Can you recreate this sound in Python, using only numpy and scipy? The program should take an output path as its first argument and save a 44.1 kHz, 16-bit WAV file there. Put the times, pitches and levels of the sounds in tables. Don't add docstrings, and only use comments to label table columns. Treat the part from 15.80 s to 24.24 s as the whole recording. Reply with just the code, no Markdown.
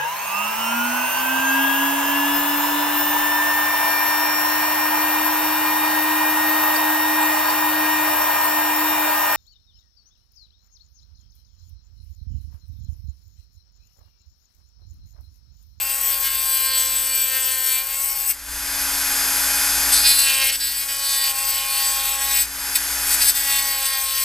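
import sys
import numpy as np
from scipy import signal
from scipy.fft import rfft, irfft
from scipy.io import wavfile
from scipy.ndimage import uniform_filter1d, map_coordinates

SR = 44100
rng = np.random.default_rng(int(sys.argv[2]) if len(sys.argv) > 2 else 0)


def gain_from_db(level_db):
    decades = np.asarray(level_db, float) / 20
    return 10 ** decades


def to_wav(s):
    ch = np.atleast_2d(s).T
    pcm = np.round(np.clip(ch, -1, 1) * 32767)
    wavfile.write(sys.argv[1], SR, pcm.astype(np.int16))


N = 372183
T = np.arange(N) / SR
BINS_HZ = np.fft.rfftfreq(N, 1 / SR) + 1

# [from t/s, bore over plate/dB, shank over bite/dB, sizzle over bite/dB]
SPOTS = [(0, -4.5, -15, 0), (.3, 1, -10, 0.5), (.85, 0.5, -16.5, -1), (1.5, -2.5, -13.5, -1.5),
         (2.05, -0.5, -15, -0.5), (4.1, 14, -6.5, -11), (4.24, 9.5, -1.5, -3.5), (4.46, 0.5, -5.5, -4),
         (4.76, 6, -7.5, -3.5), (5.45, 3, -14.5, -3.5), (6.3, 2.5, -16, -5), (7.28, 7.5, -7, -4),
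         (7.55, 2.5, -11.5, -2.5)]


def unit(x):
    return x / np.sqrt(np.mean(x ** 2))


def columns(table):
    s, *cols = np.transpose(table)
    return [np.interp(T, s, c) for c in cols]


def contact_columns(tables):
    rows = list(tables[0])
    off = (-80,) * (len(rows[0]) - 1)
    for table in tables[1:]:
        if table[0][0] - rows[-1][0] > 0.1:
            rows += [(rows[-1][0] + 0.01, *off), (table[0][0] - 0.01, *off)]
        rows += table
    return columns(rows)


def at_spot(table, size=3000):
    spot = np.searchsorted(np.array(SPOTS)[:, 0], T, side="right") - 1
    return uniform_filter1d(np.array(table, float)[spot], size, axis=0).T


def colour(x, points):
    hz, db = np.transpose(points)
    gain_db = np.interp(np.log(BINS_HZ), np.log(hz), db)
    return irfft(rfft(x) * gain_from_db(gain_db), N)


def coloured_noise(points):
    return unit(colour(rng.standard_normal(N), points))


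def walk(rate_hz):
    k = int(SR / rate_hz)
    held = np.repeat(rng.standard_normal(N // k + 1), k)
    return 1.3 * uniform_filter1d(uniform_filter1d(held, k), k)[:N]


def shaft():
    # [t/s, turn rate/Hz]
    speed = [(0, 270.1), (.2, 271.0), (.47, 268.9), (.64, 266.6), (.95, 264.8), (1.31, 264.7),
             (1.76, 261.6), (1.97, 261.5), (2.06, 267.2), (2.14, 270.6), (2.25, 271.9), (2.54, 272.8),
             (2.62, 276.2), (2.75, 276.5), (3.94, 276.7), (4.2, 276.1), (4.26, 274.9), (4.43, 274.4),
             (4.53, 269.0), (4.65, 268.4), (4.78, 272.8), (4.95, 274.2), (5.29, 274.4), (5.38, 271.9),
             (5.52, 270.3), (6.03, 271.4), (6.17, 270.6), (6.31, 272.2), (6.58, 272.8), (6.72, 276.5),
             (7.68, 276.0), (7.92, 272.6), (8.09, 269.4), (8.44, 268.0)]
    return np.cumsum(columns(speed)[0]) / SR


def mains_hum():
    # [f/Hz, relative density/dB per Hz]
    rumble_shape = [(15, -3), (25, -1), (45, 1), (75, -9), (120, -17.5), (200, -68)]
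    hum_hz = 57.9
    wave = np.sin(2 * np.pi * hum_hz * T) + gain_from_db(-22.5) * np.sin(6 * np.pi * hum_hz * T)
    hum = np.sqrt(2) * gain_from_db(1.6 * walk(9)) * wave
    return hum + gain_from_db(-6.5) * coloured_noise(rumble_shape)


def low_rush():
    # [f/Hz, relative density/dB per Hz]
    rush_shape = [(47, -39), (80, -30.5), (129, -16.5), (222, -18), (272, -17.5), (329, -17), (765, -10.5),
                  (823, -8), (1260, -6.5), (1520, 0), (2600, -10), (3380, -54), (5720, -120)]
    return coloured_noise(rush_shape)


def air_hiss():
    # [f/Hz, relative density/dB per Hz]
    hiss_shape = [(1400, -36), (2200, -12), (2700, -10), (4100, -12), (4830, -5), (5150, -5), (5300, -10),
                  (5800, -8), (8100, -7), (9000, -9), (10800, -8), (11400, -2), (11900, -7), (13100, -11),
                  (14200, -8)]
    return coloured_noise(hiss_shape)


def bearing(turn, count=150):
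    ratio, size, start = rng.random((count, 3)).T
    return unit(sum(gain_from_db(-9 * s) * np.sin(2 * np.pi * ((11 + 40 * r) * turn + p))
                    for r, s, p in zip(ratio, size, start)))


def bearing_whistles(turn):
    # [f/Hz, relative level/dB]
    tones = [(829.0, -45), (990.5, -48), (2492, -42), (4689, -44), (4980, -34), (5556, -43), (5943, -43),
             (6363, -43), (6535, -46), (6934, -45), (7004, -44), (7111, -45), (7273, -46), (8059, -44),
             (8161, -46), (8280, -38), (8899, -48), (9808, -42), (9959, -47), (10148, -38), (10314, -38),
             (11052, -40), (11267, -40), (11332, -35), (11606, -38), (12161, -46), (12236, -46),
             (12516, -44), (13695, -44), (13997, -48)]
    free_hz = 276.6
    return sum(gain_from_db(db + 1.7 * walk(7.8)) * np.sin(2 * np.pi * (hz / free_hz * turn + 0.09 * walk(30)))
               for hz, db in tones)


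def motor(turn):
    # [t/s, common rush and whistle gain/dB, imbalance tone rms/dB, hum gain/dB]
    levels = [(0, -60.5, -67, -52), (.45, -58.5, -69.5, -48.5), (.84, -64, -64, -51),
              (1.15, -59.5, -55, -48), (1.45, -64, -57, -52), (1.9, -62, -66, -54), (2.42, -60, -76, -49),
              (2.49, -61.5, -61, -49), (2.63, -61.5, -58, -47), (2.72, -54.5, -51.5, -41),
              (3.01, -48.5, -46.5, -43), (3.4, -46.5, -45, -46), (4.14, -45, -44, -42),
              (4.4, -53, -51, -46), (4.79, -60.5, -55.5, -50), (5.5, -58.5, -63.5, -50),
              (6.1, -55, -61.5, -49), (6.7, -56.5, -52.5, -45), (6.86, -51.5, -51, -47.5),
              (7.4, -47.5, -47, -42), (7.52, -53.5, -52, -45), (7.9, -56.5, -54, -50),
              (8.09, -59, -71, -51), (8.44, -60.5, -78, -50)]
    rush_db, tone_db, hum_db = columns(levels)
    whistle_swell_db_per_db, free_rush_db = 0.25, -40.5
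    whistle_db = 52 + whistle_swell_db_per_db * (rush_db - free_rush_db)
    throb = 1 + 0.047 * np.cos(2 * np.pi * turn)
    running = gain_from_db(whistle_db) * bearing_whistles(turn)
    running += gain_from_db(25.0) * air_hiss() * throb
    running += gain_from_db(16.5) * bearing(turn) * throb
    running += gain_from_db(17.0) * low_rush()
    imbalance = np.sqrt(2) * np.sin(2 * np.pi * turn)
    return gain_from_db(rush_db) * running + gain_from_db(tone_db) * imbalance + gain_from_db(hum_db) * mains_hum()


def casting_drone(turn):
    # [t/s, second/dB, third/dB, fourth multiple/dB]
    drone = [
        [(0.0, -53.5, -48.5, -44), (0.43, -50.5, -48, -39), (0.45, -54, -62, -41.5), (0.57, -54, -50, -40),
         (0.9, -48, -53, -37), (1.45, -50, -61, -47), (1.53, -46.5, -51.5, -43.5), (2.47, -56.5, -49, -44.5),
         (2.55, -75, -70, -66)],
        [(4.3, -55, -46, -45), (4.63, -43, -42, -37), (4.71, -48, -49, -64), (4.82, -72, -64, -61),
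         (5.14, -51.5, -53, -43.5), (5.53, -50.5, -41, -37.5), (6.53, -50.5, -40, -37.5), (6.63, -55, -50, -54),
         (6.66, -75, -70, -65)],
        [(7.55, -75, -54, -51), (7.582, -64, -52, -55), (7.614, -57, -75, -66), (7.656, -52, -47, -49),
         (7.704, -55, -40.5, -37.5), (8.044, -46.5, -41, -39.5), (8.074, -50, -52, -39), (8.164, -51, -40, -38),
         (8.44, -52, -60, -39.5)],
    ]
    return sum(np.sqrt(2) * gain_from_db(db + 0.93 * walk(30)) * np.sin(2 * np.pi * (k * turn + 0.11 * walk(20)))
               for k, db in enumerate(contact_columns(drone), 2))


def overtones(turn, first, last):
    favoured = [(8, 10, 17), (11, 12.5, 17.5), (12, 13, 17), (6.5, 12, 17), (8, 10, 17.5), (9, 15, 17),
                (9.5, 15, 17), (10.5, 11, 16), (7, 11, 17.5), (9.5, 11, 18), (7, 9, 14), (7, 10, 17),
                (7, 10, 17.5)]
    orders_db = [-6, 3, 4, 3.5, 6, 3.5, 4, 1.5, -0.5, -2.5, -1, 0, 1, 1.5, -2]
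    favour_db, favour_width_multiples = 4, 0.9
    k = np.arange(first, last + 1)
    away = (k - np.array(favoured)[:, :, None]) / favour_width_multiples
    lift_db = favour_db * np.exp(-away ** 2).max(axis=1)
    levels_db = at_spot(np.array(orders_db)[k - 5] + lift_db)
    gains = gain_from_db(levels_db) / np.sqrt(np.sum(gain_from_db(2 * levels_db), axis=0) / 2)
    lagging = turn + 0.002 * walk(40)
    return sum(gain * gain_from_db(2.5 * walk(14) + 1.2 * walk(5))
               * np.sin(2 * np.pi * (k * lagging + 0.085 * walk(4)))
               for k, gain in enumerate(gains, first))


def blows(turn, memory_turns, length_turns, grit_db, size=256, count=58):
    turns = int(turn[-1]) + 2
    keep = np.exp(-1 / max(memory_turns, 1))
    fresh = rng.standard_normal((2, turns + 300, size))
    pattern = signal.lfilter([np.sqrt(1 - keep ** 2)], [1, -keep], fresh[0], axis=0)
    pattern = pattern + gain_from_db(grit_db) * fresh[1]
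    contact = np.exp(-np.arange(size) / size / length_turns) + 0.088
    strength = gain_from_db(0.34 * rng.standard_normal((turns, 1)))
    spectrum = rfft(pattern[300:] * contact * strength)[:, :count]
    return map_coordinates(irfft(spectrum, size).ravel(), [turn * size], order=3)


def ring(x, modes):
    gain = sum(gain_from_db(db) / (1 + 1j * (hz / w) * (BINS_HZ / hz - hz / BINS_HZ) / 1.39) ** 2
               for hz, w, db in modes)
    return irfft(rfft(x) * gain, N)


def bite():
    # [t/s, bite/dB, lower resonances/dB]
    contacts = [
        [(0.0, -30, -34), (0.022, -27.5, -35.5), (0.278, -25, -36.5), (0.342, -24, -27.5), (0.4, -27, -36),
         (0.466, -22.5, -24), (0.52, -26.5, -28), (0.742, -23.5, -31.5), (0.946, -27, -27), (1.0, -23, -30)],
        [(1.01, -24, -28), (1.254, -23.5, -30), (1.332, -26, -28.5), (1.35, -23, -30), (1.578, -25, -27.5),
         (1.636, -23, -29.5), (1.672, -27, -32), (1.682, -25, -29.5), (1.966, -25, -31), (2.02, -32, -32)],
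        [(2.03, -31, -39), (2.042, -30, -38), (2.146, -28, -32), (2.23, -25.5, -37), (2.332, -26.5, -37),
         (2.436, -27, -36), (2.492, -21, -38), (2.51, -20.5, -30.5), (2.53, -37, -43), (2.55, -40, -48)],
        [(4.09, -25, -27), (4.108, -31, -36), (4.128, -15, -22.5), (4.228, -24, -29.5), (4.26, -21.5, -15),
         (4.286, -17, -20), (4.316, -18, -16.5), (4.378, -23.5, -23.5), (4.392, -19, -19.5), (4.46, -23, -21.5)],
        [(4.47, -24, -19), (4.478, -22, -20), (4.59, -27, -26.5), (4.628, -26, -20), (4.654, -22, -26.5),
         (4.698, -24.5, -24.5), (4.714, -38, -28), (4.718, -28, -31), (4.756, -25, -28.5), (4.77, -33, -37)],
        [(4.79, -33, -44), (4.81, -28.5, -28), (4.998, -25, -29.5), (5.036, -24.5, -27.5), (5.074, -30, -39),
         (5.088, -28, -26.5), (5.176, -28, -30), (5.252, -24.5, -27.5), (5.45, -26, -26.5),
         (5.52, -24.5, -29.5)],
        [(5.53, -32, -36), (5.552, -25, -32), (5.8, -26, -30.5), (6.076, -23, -29.5), (6.464, -25.5, -29.5),
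         (6.514, -20.5, -27), (6.6, -21.5, -29), (6.624, -19, -32), (6.644, -31, -36), (6.66, -33, -48)],
        [(7.27, -22, -34), (7.288, -27, -42), (7.298, -22, -33.5), (7.348, -21.5, -31), (7.364, -33, -47),
         (7.396, -31, -42), (7.42, -18, -23), (7.442, -20, -30), (7.498, -16.5, -25.5), (7.52, -29, -41)],
        [(7.535, -38, -45), (7.561, -22, -28.5), (7.795, -21.5, -25.5), (7.809, -28, -31), (7.907, -22, -28.5),
         (7.975, -28.5, -31), (8.061, -20.5, -25.5), (8.169, -29, -29.5), (8.183, -25.5, -31),
         (8.44, -24, -29.5)],
    ]
    # [peak t/s, peak/dB]
    glances = [(6.959, -17)]
    rise_s, fall_db_per_s = 0.011, 600
    gain, low = gain_from_db(contact_columns(contacts))
    for s, db in glances:
        rise = np.clip(1 + (T - s) / rise_s, 0, 1)
        knock = rise * gain_from_db(db - fall_db_per_s * np.maximum(T - s, 0))
        gain = gain + knock
        low = low + gain_from_db(-6) * knock
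    return gain, low


def grinding(turn):
    # [f/Hz, nominal width/Hz, relative level/dB]
    families = [
        [(2040, 820, 9.5), (2627, 640, 17.5), (3137, 74, 22)],
        [(3670, 3300, 4.5), (4350, 500, -2)],
        [(5910, 1030, -10), (6740, 1050, -12.5), (7956, 230, 6), (8910, 790, -2)],
        [(9750, 1000, -7.5), (10570, 950, 3), (11300, 1100, -3.5)],
        [(12400, 330, -18), (13970, 2100, 25), (14060, 3200, 0)],
    ]
    # [shape memory/turns, contact decay/turns, grit over pattern/dB, gain/dB]
    strikes = [(19, 0.38, -0.5, -6.5), (19.8, .15, 4, -4), (22, .2, -3, 2), (25, 0.092, 2.5, 1.5),
               (20, 0.12, 2, 2)]
    skid_db = [4, -3.5, -8, -8, -1.5, -1, -7, 6, -6, 4, 4, 4, 3]
    ring_db, plate_db = -3, -4
    chatter = walk(25)
    _, bore_db, shank_db, sizzle_db = at_spot(SPOTS)
    skid = gain_from_db(at_spot(skid_db))
    gain, low = bite()
    gains = [low * gain_from_db(plate_db - bore_db / 2), low * gain_from_db(plate_db + bore_db / 2),
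             gain * gain_from_db(ring_db), gain * gain_from_db(shank_db), gain * gain_from_db(sizzle_db)]
    sung = [overtones(turn, first=5, last=12), overtones(turn, first=13, last=19), 0, 0, 0]
    rough_share = [skid, skid, 1, 1, 1]
    part = 0
    for g, modes, tones, share, strike in zip(gains, families, sung, rough_share, strikes):
        memory_turns, length_turns, grit_db, rough_db = strike
        rough = unit(ring(blows(turn, memory_turns, length_turns, grit_db), modes))
        flutter = gain_from_db(1.22 * chatter + 0.5 * walk(13))
        part = part + g * flutter * (tones + share * gain_from_db(rough_db) * rough)
    return part + casting_drone(turn)


def scene():
    # [f/Hz, level/dB]
    balance = [(60, -2), (110, 6), (200, -5.5), (380, -1), (700, -3), (1290, -2.5), (2380, -1.5),
               (4390, -1.5), (8100, 3.0), (15000, 9)]
    # [f/Hz, level/dB]
    diffuse_share = [(40, -37), (90, -31), (160, -7), (400, -21), (2500, -21), (5000, -28.5), (9000, -31),
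                     (14000, -48)]
    # [f/Hz, phase/rad]
    left_leads = [(60, 0.05), (1500, 0.078), (2410, 0.3), (3700, 0.016), (4650, 0.88), (5510, 0.2),
                  (5860, 0.88), (6980, 0.05), (15200, 0.05)]
    turn = shaft()
    near = grinding(turn) + motor(turn)
    decay = gain_from_db(-60 * T[:4000] / 0.1)
    tail = unit(rng.standard_normal(4000) * decay) / np.sqrt(4000)
    diffuse = colour(signal.fftconvolve(near, tail)[:N], diffuse_share)
    half = [(hz, db / 2) for hz, db in balance]
    lead = np.exp(1j * np.interp(BINS_HZ, *np.transpose(left_leads)))
    left = irfft(rfft(colour(near + diffuse, half)) * lead, N)
    right = colour(near - diffuse, [(hz, -db) for hz, db in half])
    return np.array([left, right])


def top_cut(x):
    return signal.sosfilt(signal.butter(12, 15550, fs=SR, output="sos"), x)


def record(dry):
    top_hz = 14200
    low_pass = signal.ellip(16, 0.5, 75, top_hz, fs=SR, output="sos")
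    cut = signal.sosfilt(low_pass, np.clip(dry, -1, 1))
    return top_cut(cut)


dry = scene()
out = record(dry)
to_wav(out)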